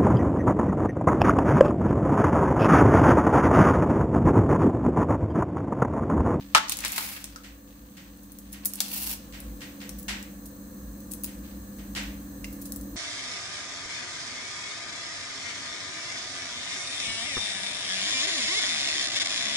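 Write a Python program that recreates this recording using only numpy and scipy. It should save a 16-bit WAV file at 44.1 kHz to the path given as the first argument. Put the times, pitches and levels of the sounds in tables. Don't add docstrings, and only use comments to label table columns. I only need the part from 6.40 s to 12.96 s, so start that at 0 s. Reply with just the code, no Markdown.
import sys
import numpy as np
from scipy import signal
from scipy.fft import rfft, irfft, next_fast_len
from scipy.io import wavfile

SR = 44100
rng = np.random.default_rng(int(sys.argv[2]) if len(sys.argv) > 2 else 0)


def dump_mix(stems):
    frames = np.atleast_2d(stems).T
    limited = np.clip(frames, -1, 1)
    pcm = np.round(limited * 32767).astype(np.int16)
    wavfile.write(sys.argv[1], SR, pcm)


N = 289296


def from_db(db):
    return 10 ** (np.asarray(db) / 20)


def rms_one(x):
    return x / np.sqrt(np.mean(x ** 2) + 1e-20)


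def unit_energy(x):
    return x / np.sqrt(np.sum(x ** 2, axis=-1, keepdims=True) + 1e-20)


def at_hz(points, hz):
    f, value = np.transpose(points)
    return np.interp(np.log(np.maximum(hz, 1)), np.log(f), value)


def add(out, s, sound):
    i = max(int(s * SR), 0)
    out[:, i:i + sound.shape[-1]] += sound[..., :N - i]


def panned(level_db, pan_db):
    return from_db(level_db + pan_db / 2 * np.array([[1], [-1]]))


def drift(per_s):
    knots = rng.standard_normal(int(N / SR * per_s) + 2)
    return rms_one(np.interp(np.arange(N) / SR * per_s, np.arange(len(knots)), knots))


def burst(t60, size=SR // 30):
    return rng.standard_normal((2, size)) * from_db(-60 * np.arange(size) / SR / t60)


def stroke(start, end, attack_s, release_db_per_s):
    t = np.arange(N) / SR
    attack = np.clip((t - start) / attack_s, 0, 1)
    return attack * from_db(-release_db_per_s * np.maximum(t - end, 0))


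# frequency in Hz, correlation of left and right.
PORT_LIKENESS = [(60, .99), (290, 0.84), (640, 0.52), (1400, -0.17), (3100, 0.044), (7000, -0.0087),
                 (15000, 0.0043)]

def at_ports(pair, hz):
    alike = at_hz(PORT_LIKENESS, hz)
    return np.sqrt(1 + alike) * pair[0] + np.sqrt(1 - alike) * pair[1] * [[1], [-1]]


def coloured(pair, spectrum, peaks=()):
    size = next_fast_len(N)
    hz = np.fft.rfftfreq(size, 1 / SR)
    peaks_db = sum(db / (1 + (2 * (hz - centre) / width) ** 2) for centre, width, db in peaks)
    shaped = at_ports(rfft(pair, size), hz) * from_db(at_hz(spectrum, hz) + peaks_db)
    return rms_one(irfft(shaped, size)[:, :N])


def dying_noise(spectrum, t60s, size=SR // 2):
    t, out = np.arange(size) / SR, 0
    edges = np.geomspace(125, 17000, 15)
    for low, high in zip(edges, edges[1:]):
        hz = np.sqrt(low * high)
        noise = rng.standard_normal((2, size)) * from_db(-60 * t / at_hz(t60s, hz))
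        band = signal.sosfilt(signal.butter(2, [low, high], "band", fs=SR, output="sos"), noise)
        out += unit_energy(at_ports(band, hz)) * from_db(at_hz(spectrum, hz)) * np.sqrt(high - low)
    return unit_energy(out)


def ringing(modes):
    t, out = np.arange(SR // 2) / SR, 0
    port_phase = np.array([[0], [np.pi / 2]])
    for hz, db, t60 in modes:
        phase = 2 * np.pi * (hz * t + rng.random()) + port_phase * rng.choice([-1, 1])
        out += from_db(db - 60 * t / t60) * np.sin(phase)
    return unit_energy(out)


def grains(per_s, spread_db, size=N):
    breaks = rng.random(size) < per_s / SR
    strength = from_db(spread_db * np.minimum(rng.exponential(1, size), 4))
    return breaks * strength * rng.standard_normal((2, size))


def flake(push, hz, width, bass_cut=0.15):
    hz = np.clip(hz, 1000, 14000)
    edges = [hz / (1 + width), min(hz * (1 + width), .47 * SR)]
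    resonance = signal.butter(1, edges, "band", fs=SR, output="sos")
    highpass = signal.butter(2, hz * bass_cut, "high", fs=SR, output="sos")
    return unit_energy(signal.sosfilt(highpass, signal.sosfilt(resonance, push)))


def crack(hz):
    return flake(burst(t60=.007), hz, width=.8, bass_cut=(hz / 14000) ** 2)


# frequency in Hz, reverberation time (t60) in seconds.
KITCHEN_T60 = [(200, 0.75), (1000, 0.45), (2500, 0.49), (6000, 0.41), (15000, 0.091)]

def kitchen(direct, worktop_db, room_db):
    echoes = from_db(room_db) * dying_noise([(1000, 0)], KITCHEN_T60)
    scatter = from_db(worktop_db) * unit_energy(burst(t60=0.054, size=SR // 10))
    add(echoes, 0, scatter)
    return direct + signal.fftconvolve(direct, echoes, axes=1)[:, :N]


# time in seconds, relative level in dB.
BACKGROUND_LEVEL = [(0.0, -49), (0.65, -51), (2.5, -48.5), (3.09, -44), (3.86, -44.5), (6.5, -41.5)]
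# frequency in Hz, relative level in dB.
HUM_TONES = [(48.3, -60), (91, -67), (99.9, -62), (182.5, -61.5), (200, -49), (232.5, -68), (282.4, -51),
             (300, -56), (317.7, -62), (400, -70.5)]
# frequency in Hz, relative density in dB.
RUMBLE_SPECTRUM = [(20, -31), (42, -30.5), (51, 5.5), (62, 0.5), (72, -16), (125, -15), (175, -11.5),
                   (232, -6.5), (275, -18), (330, -12.5), (410, -35), (505, -12), (620, -27), (1000, -42)]
HISS_SPECTRUM = [(300, 2), (800, -1), (1400, -4), (2200, -13), (3400, -19), (5200, -16), (7300, -7),
                 (9800, -11), (10800, -8), (13100, -10), (15500, -6)]
# centre in Hz, width in Hz, boost in dB.
HISS_PEAKS = [(1130, 160, 7), (1730, 280, 12), (4150, 650, 14), (6300, 340, 14), (8130, 500, 10),
              (12200, 330, 9), (13750, 400, 8), (14300, 450, 9), (15050, 550, 13)]

def appliance(hum_db=45, rumble_db=-0.5, hiss_db=-6, waver_db=2.25, wander_rad=0.18, hiss_share=0.73):
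    t, hum = np.arange(N) / SR, 0
    heard_db = np.interp(t, *np.transpose(BACKGROUND_LEVEL))
    hiss_heard_db = heard_db.mean() + hiss_share * (heard_db - heard_db.mean())
    for hz, db in HUM_TONES:
        phase = 2 * np.pi * (hz * t + rng.random()) + wander_rad * drift(2.8)
        hum += np.sqrt(2) * from_db(hum_db + db - waver_db * drift(3.2)) * np.sin(phase)
    rumble = from_db(rumble_db) * coloured(rng.standard_normal((2, N)), RUMBLE_SPECTRUM)
    hiss = from_db(hiss_db) * coloured(rng.standard_normal((2, N)), HISS_SPECTRUM, HISS_PEAKS)
    return from_db(heard_db) * (hum + rumble) + from_db(hiss_heard_db) * hiss


# start in seconds, relative level in dB, swell in seconds.
FAR_CLACKS = [(1.036, -40.5, 0.0098), (1.5685, -42.5, 0.0033), (2.134, -42, 0.0062), (2.9244, -36.5, 0.02),
              (3.207, -35, 0.013), (3.4042, -36.5, 0.013), (3.682, -24.5, 0.0046), (4.8645, -43.5, 0.016),
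              (5.384, -45.5, 0.008), (5.5509, -24, 0.019)]
# frequency in Hz, relative density in dB.
CLACK_SPECTRUM = [(250, -7.5), (450, -7), (750, -5), (1200, -5), (1900, 4.5), (2900, 0.5), (4500, -4),
                  (7000, -6), (10000, -14.5), (15000, -32)]
# frequency in Hz, relative level in dB, t60 in seconds.
CLACK_MODES = [(1780, -4, .35), (1880, 16, 0.37), (1966, 10, 0.53), (2780, 5, 0.44), (2996, 15, 0.37)]

def clacks(level_db=27, ring_db=-9, direct_db=-15):
    out, t = np.zeros((2, N)), np.arange(SR // 2) / SR
    reverberation = dying_noise(CLACK_SPECTRUM, KITCHEN_T60)
    for s, db, swell_s in FAR_CLACKS:
        tail = reverberation + from_db(ring_db) * ringing(CLACK_MODES)
        add(out, s, from_db(db + level_db) * tail * np.minimum(t / swell_s, 1))
        add(out, s, from_db(db + level_db + direct_db) * flake(burst(t60=0.017), hz=3420, width=0.69))
    return out


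# start in seconds, length in seconds, level in dB.
RUBS = [(0.0, 0.94, -56), (1.266, 2.5, -64.5), (2.226, 0.15, -58), (5.03, 0.04, -56)]
# frequency in Hz, relative density in dB.
SHEET_SPECTRUM = [(300, -24), (520, -10), (760, -2), (1100, -4), (1600, -4), (2700, -1), (4500, -2),
                  (7000, -13), (15000, -30)]

def rubbing(grip_db=2):
    pressure = sum(from_db(db) * stroke(s, s + length, attack_s=0.01, release_db_per_s=62)
                   for s, length, db in RUBS)
    grip = from_db(grip_db * drift(12))
    return pressure * grip * coloured(grains(per_s=2500, spread_db=3), SHEET_SPECTRUM)


def ticks(per_s=4, level_db=-29, spread_db=9.5, count=40):
    out = np.zeros((2, N))
    times = np.cumsum(rng.exponential(1 / per_s, count))
    for s, strength in zip(times, rng.standard_normal(count)):
        tick = panned(level_db + spread_db * strength, pan_db=3) * crack(hz=9700)
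        if s < N / SR:
            add(out, s, tick)
    return out


# start in seconds, relative level in dB, lower and upper ring in Hz.
NAIL_TAPS = [(0.96, -15.5, 1300, 1350), (6.044, -13, 2070, 2760)]

def nail_taps(tick_db=-3, ring_t60=0.015):
    out = np.zeros((2, N))
    for s, db, low_hz, high_hz in NAIL_TAPS:
        add(out, s, from_db(db + tick_db) * flake(burst(t60=0.025), hz=5500, width=0.27))
        add(out, s, from_db(db) * ringing([(low_hz, 0, ring_t60), (high_hz, 0, ring_t60)]))
    return out


# start in seconds, relative level in dB.
BOARD_BLOWS = [(0.1481, 1.5), (0.5792, -21)]
# frequency in Hz, relative density in dB.
CONTACT_SPECTRUM = [(150, -21.5), (350, -14.5), (520, -12.5), (850, -1), (1300, 5), (2000, -2), (3300, -2),
                    (5500, -8.5), (9000, -15.5), (15000, -27.5)]

def knife(level_db=13, t60=0.018, chatter_gap_s=0.0064, chatter_db=-10.5):
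    out = np.zeros((2, N))
    tip, handle = (0, 0), (0.0018, -4)
    chatter = [(chatter_gap_s * k, chatter_db) for k in range(1, 6)]
    for s, db in BOARD_BLOWS:
        for delay, contact_db in [tip, handle] + chatter:
            contact = dying_noise(CONTACT_SPECTRUM, [(1000, t60)], size=SR // 20)
            add(out, s + delay, from_db(db + contact_db + level_db) * contact)
    return out


# frequency in Hz, relative level in dB, t60 in seconds.
BOARD_MODES = [(872, 0, .21), (945, -5, .18), (1094, -9, .14), (1210, -3, .15), (1276, -3, .14),
               (1323, -2, .2), (1385, -8, .14), (1700, -12, .2), (1787, -7, .15), (2293, -9, .17),
               (2520, -10, .15), (2700, -10, .15), (2850, -13, .2), (3208, -8, .14), (3941, -18, .18),
               (4527, -18, .17)]

def board(level_db=10):
    out = np.zeros((2, N))
    for s, db in BOARD_BLOWS:
        add(out, s, panned(db + level_db, pan_db=4) * ringing(BOARD_MODES))
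    return out


# start in seconds, relative level in dB, pitch in Hz.
SKIN_CRINKLES = [(0.275, -30.5, 5000), (0.311, -24, 4000), (0.433, -24.5, 2100), (0.448, -24, 3000),
                 (0.758, -33.5, 1900), (1.825, -44, 15000), (2.118, -33.5, 11000), (3.581, -33, 13900),
                 (4.053, -37.5, 11300), (4.706, -32, 14500), (6.121, -37, 13700), (6.21, -33.5, 15000),
                 (6.248, -33.5, 9800)]

def crinkles(level_db=-9, swell_s=0.019):
    out, t = np.zeros((2, N)), np.arange(SR // 6) / SR
    age = 4 * t / swell_s
    for s, db, hz in SKIN_CRINKLES:
        flurry = grains(per_s=3000, spread_db=4, size=len(t)) * age ** 2 * np.exp(-age)
        fold = flake(flurry, hz, width=0.35, bass_cut=0.27)
        add(out, s, from_db(db + level_db) * np.sqrt(swell_s * SR) * fold)
    return out


# times of grip, free tear and letting go in seconds,
# sheet and fibre levels in dB, swell while tearing and release in dB per second, tilt in dB per octave.
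STRIP_PULLS = [(0.396, 0.586, 0.68, -40.5, -34, -33, 114, 3),
               (2.366, 2.568, 2.726, -45.5, -33, 15, 550, 5.5)]
# centre in Hz, width in Hz, boost in dB.
STRIP_RESONANCES = [(2080, 2200, 9.5), (2850, 390, 5)]
# frequency in Hz, relative density in dB.
FIBRE_SPECTRUM = [(1500, -25), (3500, -9), (4800, -1), (7000, -2), (10000, 0), (14000, 1), (16000, -3)]

def tearing(build_db=17, sheet_follows=0.3, grip_s=0.016):
    out, t = np.zeros((2, N)), np.arange(N) / SR
    for pull, resonance in zip(STRIP_PULLS, STRIP_RESONANCES):
        grip, free, end, sheet_db, fibre_db, swell, release, tilt = pull
        effort_db = np.interp(t, [grip, free], [-build_db, 0])
        torn_s = np.clip(t, free, end) - free
        held = stroke(grip, end, grip_s, release) * from_db(swell * torn_s)
        breaks = grains(per_s=5000, spread_db=2.8) * from_db(2 * drift(110))
        sheet = coloured(breaks, SHEET_SPECTRUM, [resonance])
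        fibres = coloured(breaks, [(hz, db + tilt * np.log2(hz)) for hz, db in FIBRE_SPECTRUM])
        out += held * from_db(sheet_db + sheet_follows * effort_db) * sheet
        out += held * from_db(fibre_db + effort_db) * fibres
    return out


# start in seconds, relative level in dB, centre in Hz, left minus right in dB.
SKIN_SNAPS = [(0.2955, -23.5, 7940, -2), (0.3208, -24.5, 8100, 2), (0.3886, -32.5, 6350, 2),
              (0.4054, -34, 8000, 3), (0.4489, -26.5, 5600, 4), (0.4806, -31.5, 8900, 1),
              (0.5203, -27, 11000, 2), (0.5803, -29, 5050, 7), (0.842, -32.5, 7500, 1),
              (2.1303, -43, 8500, 0), (1.9192, -41, 12200, 2), (1.987, -38.5, 11000, 2),
              (2.2493, -32, 12400, -3), (2.256, -24, 11800, 16), (2.2582, -23, 11900, -15),
              (2.336, -30, 10200, -5), (2.3563, -34, 10400, -3), (2.4043, -18.5, 7900, 2),
              (3.4928, -36, 8060, 6), (3.629, -40.5, 12200, 6), (4.7184, -33.5, 11000, 6),
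              (4.736, -32.5, 10400, 3), (4.8362, -27, 12000, 0), (4.8436, -27.5, 10200, 2),
              (6.361, -34.5, 11700, 5)]

def snaps(level_db=23, shake_db=11.5, shake_db_per_octave=20.5, run_on_s=0.011, run_on_db=-13):
    out = np.zeros((2, N))
    for s, db, hz, pan_db in SKIN_SNAPS:
        add(out, s, panned(db + level_db, pan_db) * crack(hz))
        sheet_db = db + shake_db + shake_db_per_octave * np.log2(8000 / hz)
        add(out, s, from_db(sheet_db) * flake(burst(t60=0.025), hz=1900, width=2.5))
        delay = run_on_s * (.5 + rng.random())
        add(out, s + delay, panned(db + level_db + run_on_db, pan_db) * crack(hz))
    return out


def scene():
    knock = kitchen(knife(), worktop_db=-6, room_db=-10.5) + board()
    skin = snaps() + ticks() + nail_taps() + crinkles() + tearing()
    peeling = kitchen(skin, worktop_db=-5.5, room_db=-6) + rubbing()
    return knock + peeling + clacks() + appliance()


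def record(dry):
    lowpass = signal.ellip(10, .2, 80, 15650, fs=SR, output="sos")
    return signal.sosfilt(lowpass, np.tanh(dry))


dry = scene()
out = record(dry)
dump_mix(out)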